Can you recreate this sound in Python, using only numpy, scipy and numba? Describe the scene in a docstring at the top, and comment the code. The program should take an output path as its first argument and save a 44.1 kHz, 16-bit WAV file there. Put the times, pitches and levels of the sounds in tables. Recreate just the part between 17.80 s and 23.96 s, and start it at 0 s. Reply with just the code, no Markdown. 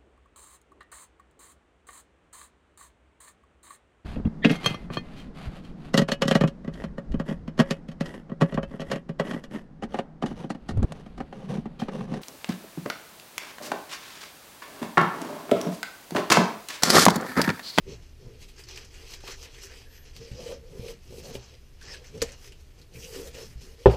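"""Repeated tugs and crumpling of masking tape, small bumps, then one hard knock: gloved hands peel
tape off a wooden board on a bench, close up. Glue strands let go in swarms of tiny clicks that ring
the paper, while the taut strip drones into the board. Tape creaks, the board hums briefly, creases snap,
gloves rub, and a faint high whistle passes once. A small workshop answers over a low rumble."""
import sys
import numpy as np
from scipy import signal
from scipy.fft import rfft, irfft
from scipy.io import wavfile
from scipy.ndimage import uniform_filter1d
from numba import njit

SR = 44100
rng = np.random.default_rng(int(sys.argv[2]) if len(sys.argv) > 2 else 0)


def to_wav(sig):
    """Store sig (one row per channel, or 1-D mono) as 16-bit WAV at the path in sys.argv[1].

    Samples outside -1..1 are clipped; the rate is SR.
    """
    pcm = np.clip(np.atleast_2d(sig), -1, 1) * 32767
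    pcm = np.round(pcm).astype(np.int16)
    wavfile.write(sys.argv[1], SR, pcm.T)  # frames by channels


N = 271656
T = np.arange(N) / SR

# Tape drawn off the wood: end_s, length_s, swell_db, rustle_db (at the end), sizzle_db (re rustle),
# drone_db, drone_hz, rub_db
TAPE_TUGS = [(0.124, 0.042, 6, -48, -9, -44, 395, -45), (0.563, 0.15, -2.5, -64.5, -22, -54, 423, -49.5),
             (2.595, 0.18, 0, -53.5, -7.5, -51, 442, -51), (2.725, 0.12, 2, -47, -3, -37.5, 488, -43),
             (2.77, 0.036, -5, -79, 3, -46.5, 480, -64), (2.883, 0.06, 10, -65, -4, -56, 470, -76),
             (3.002, 0.097, 4.5, -58, 1, -45, 433, -49.5),
             (3.111, 0.088, 5.5, -47.5, 1.5, -42.5, 450, -43.5),
             (3.398, 0.089, 9, -50, 4.5, -47.5, 410, -48.5), (3.503, 0.068, 4.5, -48, 1, -45.5, 470, -51),
             (3.563, 0.016, -4, -50.5, 3.5, -43, 436, -44.5),
             (3.742, 0.012, 3, -56.5, -13, -54.5, 400, -72), (4.218, 0.13, 8, -70, -25, -53.5, 445, -56),
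             (4.38, 0.03, -2.5, -58, -2, -42, 424, -39), (4.542, 0.11, -9, -52.5, -9, -55, 465, -68),
             (4.73, 0.0094, 7, -74, 0.5, -59.5, 418, -73), (5.017, 0.023, -12, -69.5, -2, -63, 466, -57),
             (5.33, 0.18, 4.5, -51.5, 6.5, -50, 452, -50.5), (5.413, 0.062, -0.5, -45, 3, -39.5, 417, -57),
             (5.478, 0.043, 6, -50.5, 9.5, -43.5, 467, -48),
             (5.629, 0.078, 0.5, -48, -1.5, -44.5, 470, -43),
             (5.948, 0.13, -10.5, -62.5, 0.5, -58, 447, -55.5), (6.038, 0.045, 4, -54, -2, -53.5, 457, -59)]
# Loose tape squeezed in the gloves: end_s, length_s, swell_db, rustle_db, sizzle_db (re rustle)
TAPE_SQUEEZES = [(0.33, .1, -9, -70, -22), (0.629, 0.037, 9.5, -50.5, 2.5), (0.691, .015, 15, -55, 5),
                 (0.833, 0.037, -10.5, -58.5, -2), (0.985, 0.093, -3.5, -52.5, -8),
                 (1.053, 0.069, -8.5, -55, -8), (1.236, 0.12, 6.5, -49, -6.5), (1.344, 0.073, 9, -44, -1.5),
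                 (1.515, 0.043, 1, -42, -3), (1.457, 0.022, 2, -51, -3), (1.651, 0.094, 13, -44.5, -3),
                 (1.792, 0.081, 8, -49.5, -6), (1.858, 0.03, 0.5, -48, 2.5), (2.028, 0.12, -3, -53, -8),
                 (2.165, 0.04, 3.5, -54.5, -7), (2.293, 0.035, -3, -55.5, -16),
                 (2.395, 0.021, -10, -58.5, -5), (3.292, 0.058, -1.5, -61.5, 1),
                 (3.698, 0.1, 0.5, -55.5, -21), (4.144, 0.098, 6, -43.5, -24),
                 (4.295, 0.041, -3.5, -57.5, -6), (4.676, 0.096, 9, -51, 0), (4.83, 0.02, -11, -71, 4),
                 (5.73, 0.074, -6, -60.5, 2.5), (6.15, 0.029, -5.5, -50.5, -3)]
# The wooden board's modes: pitch_hz, level_db, t60_s
BOARD_MODES = [(284, -6.5, 0.19), (380, -8.5, 0.087), (400, 1, 0.12), (470, 1.5, 0.099), (512, -0.5, 0.083),
               (550, -1.5, 0.058), (642, -9, 0.076), (745, -9.5, 0.097), (880, -3, 0.071),
               (1003, -6.5, 0.08), (1160, 1, 0.035), (1980, -12, 0.041), (2330, -22, 0.025),
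               (2850, -13, 0.018)]
PAPER_SLOPES_DB_S = 347, 263  # attack, release


def undb(db):
    """Decibels to gain."""
    return 10 ** (np.asarray(db) / 20)


def level(x, db):
    """Scale to an rms level."""
    return x * undb(db) / np.sqrt(np.mean(x ** 2))


def band(x, hz, width):
    """Two-pole band-pass, gain 1 at the centre."""
    return signal.lfilter(*signal.iirpeak(hz, hz / width, SR), x)


def highpass(x, hz):
    """Two-pole high-pass."""
    return signal.sosfilt(signal.butter(2, hz, "high", fs=SR, output="sos"), x)


@njit
def sweep(x, hz, width):
    """State-variable band-pass with a moving centre."""
    out, band_state, low_state = np.empty(len(x)), 0., 0.
    for i in range(len(x)):
        tuning, damping = np.tan(np.pi * hz[i] / SR), width / hz[i]
        passed = (band_state + tuning * (x[i] - low_state)) / (1 + tuning * (tuning + damping))
        band_state = 2 * passed - band_state
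        low_state += 2 * tuning * passed
        out[i] = damping * passed
    return out


def ring(x, modes):
    """Damped modes; a unit impulse starts each at its level."""
    out = 0
    for hz, db, t60 in modes:
        pole = np.exp(2j * np.pi * hz / SR - np.log(1000) / (t60 * SR))
        out = out + undb(db) * signal.lfilter([1], [1, -pole], x).imag
    return out


def walk(rate_hz):
    """Smooth random modulation, spread a little under 1."""
    hold = int(SR / rate_hz)
    steps = np.repeat(rng.standard_normal(N // hold + 1), hold)
    return 0.94 * uniform_filter1d(uniform_filter1d(steps, hold), hold)[:N]


def swarm(per_s, spread_db):
    """Clicks at random moments, most small, a few large; rms 1."""
    hits = rng.random(N) < per_s / SR
    return level(hits * rng.standard_normal(N) * undb(spread_db * rng.exponential(size=N)), 0)


def tinted_noise(spectrum, db):
    """Steady noise with a given spectrum and rms level."""
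    hz, shape_db = np.transpose(spectrum)
    bins_hz = np.arange(N // 2 + 1) * SR / N + 1
    shape = undb(np.interp(np.log(bins_hz), np.log(hz), shape_db))
    return level(irfft(rfft(rng.standard_normal(N)) * shape, N), db)


def strokes(end_s, length_s, swell_db, db, rise_db_s, fall_db_s):
    """Power of each hand stroke on a millisecond grid: steep attack, steady ramp, steep release."""
    t = np.arange(0, N / SR, .001)[:, None] - end_s
    length_s = np.maximum(length_s, .005)
    attack_db = rise_db_s * np.minimum(t + length_s, 0)
    ramp_db = swell_db * np.clip(t / length_s, -1, 0)
    release_db = -fall_db_s * np.maximum(t, 0)
    return undb(2 * (db + attack_db + ramp_db + release_db))


def envelope(power, rest_db):
    """Gain of all strokes together over a resting level: the hands are never quite still."""
    gain = np.sqrt(power.sum(axis=1) + undb(2 * rest_db))
    return np.interp(T * 1000, np.arange(len(power)), gain)


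def room_tone():
    """A gently wavering low rumble under a steady hiss."""
    # Spectrum of the rumble: frequency_hz, density_db (relative)
    rumble_spectrum = [(11, -17), (18, 3.5), (32, 2.5), (48, -4.5), (75, 1), (92, -16), (118, -6),
                       (174, -27), (200, -44), (260, -39), (440, -120)]
    # Spectrum of the hiss: frequency_hz, density_db (relative)
    hiss_spectrum = [(120, -62), (200, 0.5), (394, 0.5), (709, -9.5), (968, -13), (2860, -13), (6050, -18),
                     (8580, -21), (14600, -23), (16000, -41)]
    rumble = tinted_noise(rumble_spectrum, -47.8) * undb(0.36 * walk(4.52))
    return rumble + tinted_noise(hiss_spectrum, -61.5)


def paper_rustle():
    """Glue strands letting go ring the paper and sizzle on top, in every tug and squeeze."""
    # The paper's resonances: centre_hz, width_hz, level_db
    paper_bands = [(830, 730, -7), (1834, 525, 0.5), (2516, 220, -6), (2855, 79, 5.5), (2966, 160, -7.5),
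                   (3405, 115, -0.4), (2840, 1920, -2), (4450, 350, -0.5), (4770, 240, 2.5), (5342, 67, 4),
                   (5380, 98, 3.5), (6010, 110, -7.5), (6500, 62, -0.5), (5450, 1560, -0.5),
                   (7570, 1300, -9.5)]
    moves = np.vstack([TAPE_SQUEEZES, np.array(TAPE_TUGS)[:, :5]])
    end_s, length_s, swell_db, rustle_db, sizzle_db = moves.T
    body = strokes(end_s, length_s, swell_db, rustle_db, *PAPER_SLOPES_DB_S)
    top = strokes(end_s, length_s, swell_db, rustle_db + sizzle_db, rise_db_s=800, fall_db_s=550)
    strands = swarm(6000, 0.9) * undb(walk(60))
    # the bent paper keeps changing shape, so each resonance flickers on its own
    paper = sum((-1) ** k * undb(db + 2.73 * walk(30)) * band(strands, hz, width)
                for k, (hz, width, db) in enumerate(paper_bands))
    fine_clicks = swarm(20000, .3) * undb(1.5 * walk(24.64))
    sizzle = band(highpass(fine_clicks, 3400), 5100, 11600)
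    glints = sum(undb(4 * walk(8)) * band(sizzle, hz, width=90) for hz in rng.uniform(6500, 15000, 20))
    sizzle = level(sizzle, 0) + level(glints, -5)
    return envelope(body, -68.5) * level(paper, 0.14) + envelope(top, -90) * level(sizzle, -7.5)


def peel_drone():
    """Glue grips and slips at the peel line, droning in the taut strip and the board."""
    end_s, length_s, swell_db, _, _, drone_db, tug_hz, _ = np.transpose(TAPE_TUGS)
    hang_s, slack_hz = 0.0054, 411
    taut = strokes(end_s + hang_s, length_s + hang_s, 0.17 * swell_db, drone_db,
                   rise_db_s=598, fall_db_s=600)
    # squeezes near the board wake it a little
    slack = strokes(*np.transpose(TAPE_SQUEEZES)[:4], *PAPER_SLOPES_DB_S) * undb(-9) ** 2
    gain = envelope(np.hstack([taut, slack]), rest_db=-83)
    # the strongest tug sets the wavering note
    bend_hz = np.interp(T * 1000, np.arange(len(taut)), taut @ (tug_hz - slack_hz)) / gain ** 2
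    hz = (slack_hz + bend_hz) * (1 + 0.053 * walk(19))
    slips = swarm(4000, 1) * undb(1.3 * walk(30))
    strip = sweep(sweep(slips, hz, 85.0), hz, 85.0)
    # the strip feeds the board mostly what lies near its own note
    board = ring(sweep(slips, hz, 120.0) + 0.06 * sweep(slips, hz, 630.0), BOARD_MODES)
    return gain * (level(strip, -2.5) + level(board, -4))


def glove_rub():
    """Gloves rub the wood with each tug: a low, uneven scuff."""
    end_s, length_s, *_, rub_db = np.transpose(TAPE_TUGS)
    scuff = band(band(rng.standard_normal(N), 117, 230), 115, 120) * undb(5.9 * walk(25))
    hands = strokes(end_s, length_s, 0, rub_db, rise_db_s=215, fall_db_s=143)
    return envelope(hands, rest_db=-64.5) * level(scuff, -2.36)


def creaks_and_board_drones():
    """Tape creaks and brief low drones of the board: dense clicks, each through one narrow resonance."""
    # Tape creaks and low board drones: end_s, length_s, swell_db, level_db, pitch_hz, width_hz
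    resonances = [(.15, .09, 0, -75, 1900, 150), (2.23, 0.18, 0, -64, 1710, 260),
                  (3.51, 0.057, -7, -57, 727, 150), (5.423, 0.077, 0, -48, 284, 60),
                  (1.0, 0.204, 3, -63, 343, 80), (1.497, 0.021, -3, -49, 1230, 400),
                  (4.029, 0.013, -5, -57, 1710, 250), (4.113, 0.032, 3, -47.5, 1900, 300),
                  (4.125, 0.043, 6, -44, 5200, 600), (4.16, 0.017, -5, -50, 1680, 250),
                  (5.168, 0.01, 0, -52.5, 2480, 500), (5.256, 0.027, -1, -47, 2920, 900),
                  (5.252, 0.064, 5, -47, 5800, 1500)]
    clicks = swarm(5000, 0.49)
    out = np.zeros(N)
    for end_s, length_s, swell_db, db, hz, width in resonances:
        power = strokes(end_s, length_s, swell_db, db, rise_db_s=1800, fall_db_s=700)
        note = band(band(clicks, hz, width), hz, width)
        out += envelope(power, rest_db=-120) * level(note, 0)
    return out


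def board_knocks():
    """A smooth push, longer for softer contact, rings board and bench; lying flat muffles the board."""
    # Board against bench: start_s, level_db, contact_ms, favoured_hz, free_ring_ms,
    # bench_db, chatter_db (both re level)
    knocks = [(0.129, -36.5, 1.4, 414, 17, -4, -17), (1.4379, -35.5, 0.51, 840, 6.7, -20, -16),
              (1.487, -38.5, 0.33, 1160, 14, -23, -20), (2.515, -41.5, 3.2, 400, 36, 11.5, -25.5),
              (2.995, -50.5, 0.93, 400, 26, 16.5, -29), (3.324, -44, 0.42, 557, 25, -4, -28),
              (3.553, -28, 0.75, 600, 16, -12, -18), (4.329, -56, 0.92, 400, 34, -7, -19),
              (4.4194, -19.5, 1.28, 470, 20, -20, -25), (4.4233, -16.5, 1.24, 470, 18.3, -44, -40),
              (5.757, -45, 9.6, 400, 30.5, 17, -23), (6.058, -0.5, 0.31, 550, 13.5, -30, -22),
              (6.0591, 3.5, 0.73, 400, 13, -12.5, -22.5), (6.0788, -9.5, 0.53, 290, 4.1, -25, -26),
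              (6.097, -22.5, 1.5, 400, 22, -27, -5.5), (6.1375, -19, 0.99, 550, 26, -29, -12.5)]
    # The bench's modes: pitch_hz, level_db, t60_s
    bench_modes = [(62, -2, 0.24), (118, 1.5, 0.17), (162, -8, 0.17), (197, -4, 0.14), (242, -9, 0.1)]
    t = np.arange(16384) / SR
    out = np.zeros(N + len(t))
    for start_s, db, contact_ms, favoured_hz, free_ms, bench_db, chatter_db in knocks:
        push = t * np.exp(-4000 * t / contact_ms)
        push /= push.sum()
        modes = [(hz, mode_db - min(45 * abs(np.log2(hz / favoured_hz)), 12.5), t60)
                 for hz, mode_db, t60 in BOARD_MODES]
        # modes below the favoured one start in the opposite direction
        board = ring(push, [mode for mode in modes if mode[0] >= favoured_hz])
        board -= ring(push, [mode for mode in modes if mode[0] < favoured_hz])
        muffle = undb(-16 / (1 + np.exp(-(t - free_ms / 1000) / 0.00015)))
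        # loose edges and things on the bench chatter after the blow, the treble dying first
        noise = rng.standard_normal(len(t))
        low, high = (band(band(noise, hz, 0.56 * hz), hz, 0.55 * hz) for hz in (700, 2500))
        chatter = 5.1 * low * np.exp(-t / 0.039) + 1.6 * high * np.exp(-t / 0.012)
        knock = muffle * board + undb(bench_db) * ring(push, bench_modes) + undb(chatter_db) * chatter
        out[int(start_s * SR):][:len(t)] += undb(db) * knock
    return out[:N]


def crease_snaps():
    """A crease gives way in a burst of coloured noise, led by a short bright tick."""
    # Snapping creases: start_s, strength_db, centre_hz, edge_db (re body)
    snaps = [(0.2232, -49, 3160, -24), (0.622, -42, 2650, -27), (0.6848, -45, 2510, -27),
             (0.7814, -38, 4820, -12), (0.7997, -38, 2640, -25), (0.8376, -33, 4800, -8.5),
             (0.8866, -31, 4870, -7), (0.9105, -33, 4970, -10), (0.9597, -32, 4930, -13),
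             (0.9751, -25.5, 2660, -6), (1.047, -37, 5530, -24), (1.142, -40, 2570, -23),
             (1.291, -46, 4300, -21), (1.3116, -42, 4220, -22), (1.3363, -27.5, 4530, -7),
             (1.405, -37.5, 1500, -20), (1.448, -44, 2950, -22), (1.478, -26, 2480, -8),
             (1.541, -34.5, 4500, -12), (1.6278, -32, 5110, -18), (1.744, -37.5, 3040, -11),
             (1.8356, -28.5, 5600, -26), (2.143, -52, 2430, -14), (2.3646, -29.5, 4470, -5),
             (2.515, -38, 2800, -22), (3.0824, -31, 2730, -18), (3.326, -45, 2560, -24),
             (3.5522, -27, 3040, -38), (4.013, -35, 1780, -8), (4.026, -37, 4930, -28),
             (4.05, -46, 1770, -28), (4.2432, -42, 2300, -3), (4.344, -55, 2600, -19),
             (4.376, -37, 5260, -25), (4.4179, -13.5, 2130, -14), (4.4188, -12, 4670, -16),
             (4.4214, -13.5, 6160, -8), (4.4257, -14, 6400, 0.5), (4.52, -33, 5900, -29),
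             (4.6436, -38, 2900, -19), (4.7219, -35.5, 2760, -35), (5.015, -40.5, 4170, -15),
             (5.139, -44, 5540, -19), (5.3338, -34, 5600, -21), (5.4734, -37, 3630, -12),
             (5.506, -49, 4000, -8), (5.545, -35.5, 2850, -20.5), (5.819, -47, 5230, -19),
             (6.109, -33, 1620, -22)]
    t = np.arange(4096) / SR
    out = np.zeros(N + len(t))
    tick = np.exp(-t / .001)
    for start_s, db, hz, edge_db in snaps:
        hardness_db = db + 35  # harder snaps start faster and die sooner
        rise_s = .001 * undb(-hardness_db / 2)
        decay_s = max(11 - .25 * hardness_db, 1) / 1000
        burst = np.exp(-t / decay_s) * (1 - np.exp(-t / rise_s))
        noise = rng.standard_normal(len(t))
        noise[0] += 5  # the fold gives with one hard click
        colour = band(band(noise, hz, 0.36 * hz), hz, 0.36 * hz)
        broad = band(band(noise, 2300, 6600), 3670, 6500)
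        body = (colour + 0.6 * broad) * (burst + .9 * tick)
        edge = band(highpass(noise, 8300), 8600, 7000) * (.3 * burst + tick)
        snap = body / np.abs(body).max() + undb(edge_db) * edge / np.abs(edge).max()
        out[int(start_s * SR):][:len(t)] += undb(db - 3) * snap
    return out[:N]


def thin_whistle():
    """A faint, very high sine wavers up and back down."""
    # The whistle's path: time_s, pitch_hz, level_db
    glide = [(2.05, 10800, -71), (2.075, 11400, -71), (2.118, 12620, -65), (2.18, 12920, -62),
             (2.197, 13220, -61), (2.235, 12000, -66), (2.265, 10000, -72)]
    time_s, hz, db = np.transpose(glide)
    fade = np.clip(np.minimum(T - time_s[0], time_s[-1] - T) / .01, 0, 1)
    pitch = np.interp(T, time_s, hz) * (1 + 0.0015 * walk(160))
    tone = np.sqrt(2) * np.sin(2 * np.pi * np.cumsum(pitch) / SR)
    return fade * undb(np.interp(T, time_s, db)) * tone


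@njit
def wall_reflections(x, lags, gain, damping):
    """Sound bounces between walls: eight delay lines feed each other, duller on every round."""
    lines, dulled, out = np.zeros((8, 4096)), np.zeros(8), np.zeros(len(x))
    for i in range(len(x)):
        total = 0.
        for k in range(8):
            dulled[k] += (1 - damping) * (gain[k] * lines[k, (i - lags[k]) & 4095] - dulled[k])
            total += dulled[k]
            out[i] += dulled[k] * (1 - 2 * (k % 2))
        for k in range(8):
            lines[k, i & 4095] = x[i] + dulled[k] - total / 4
    return out


def scene():
    """Close-up tape and wood, the small workshop's short answer and its room tone, in mono."""
    near = paper_rustle() + peel_drone() + glove_rub() + creaks_and_board_drones()
    near += board_knocks() + crease_snaps() + thin_whistle()
    lags, t60_s = rng.integers(300, 1600, 8), 0.14
    room = wall_reflections(near + 1e-18, lags, undb(-60 * lags / SR / t60_s), damping=0.32)
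    return (near + undb(-15.5) * room + room_tone())[None]


def record(dry):
    """A small camera rounds the loudest peak and cuts the top."""
    lowpass = signal.ellip(10, .2, 60, 15400, fs=SR, output="sos")
    return signal.sosfilt(lowpass, 0.88 * np.tanh(dry / 0.99))


dry = scene()
out = record(dry)
to_wav(out)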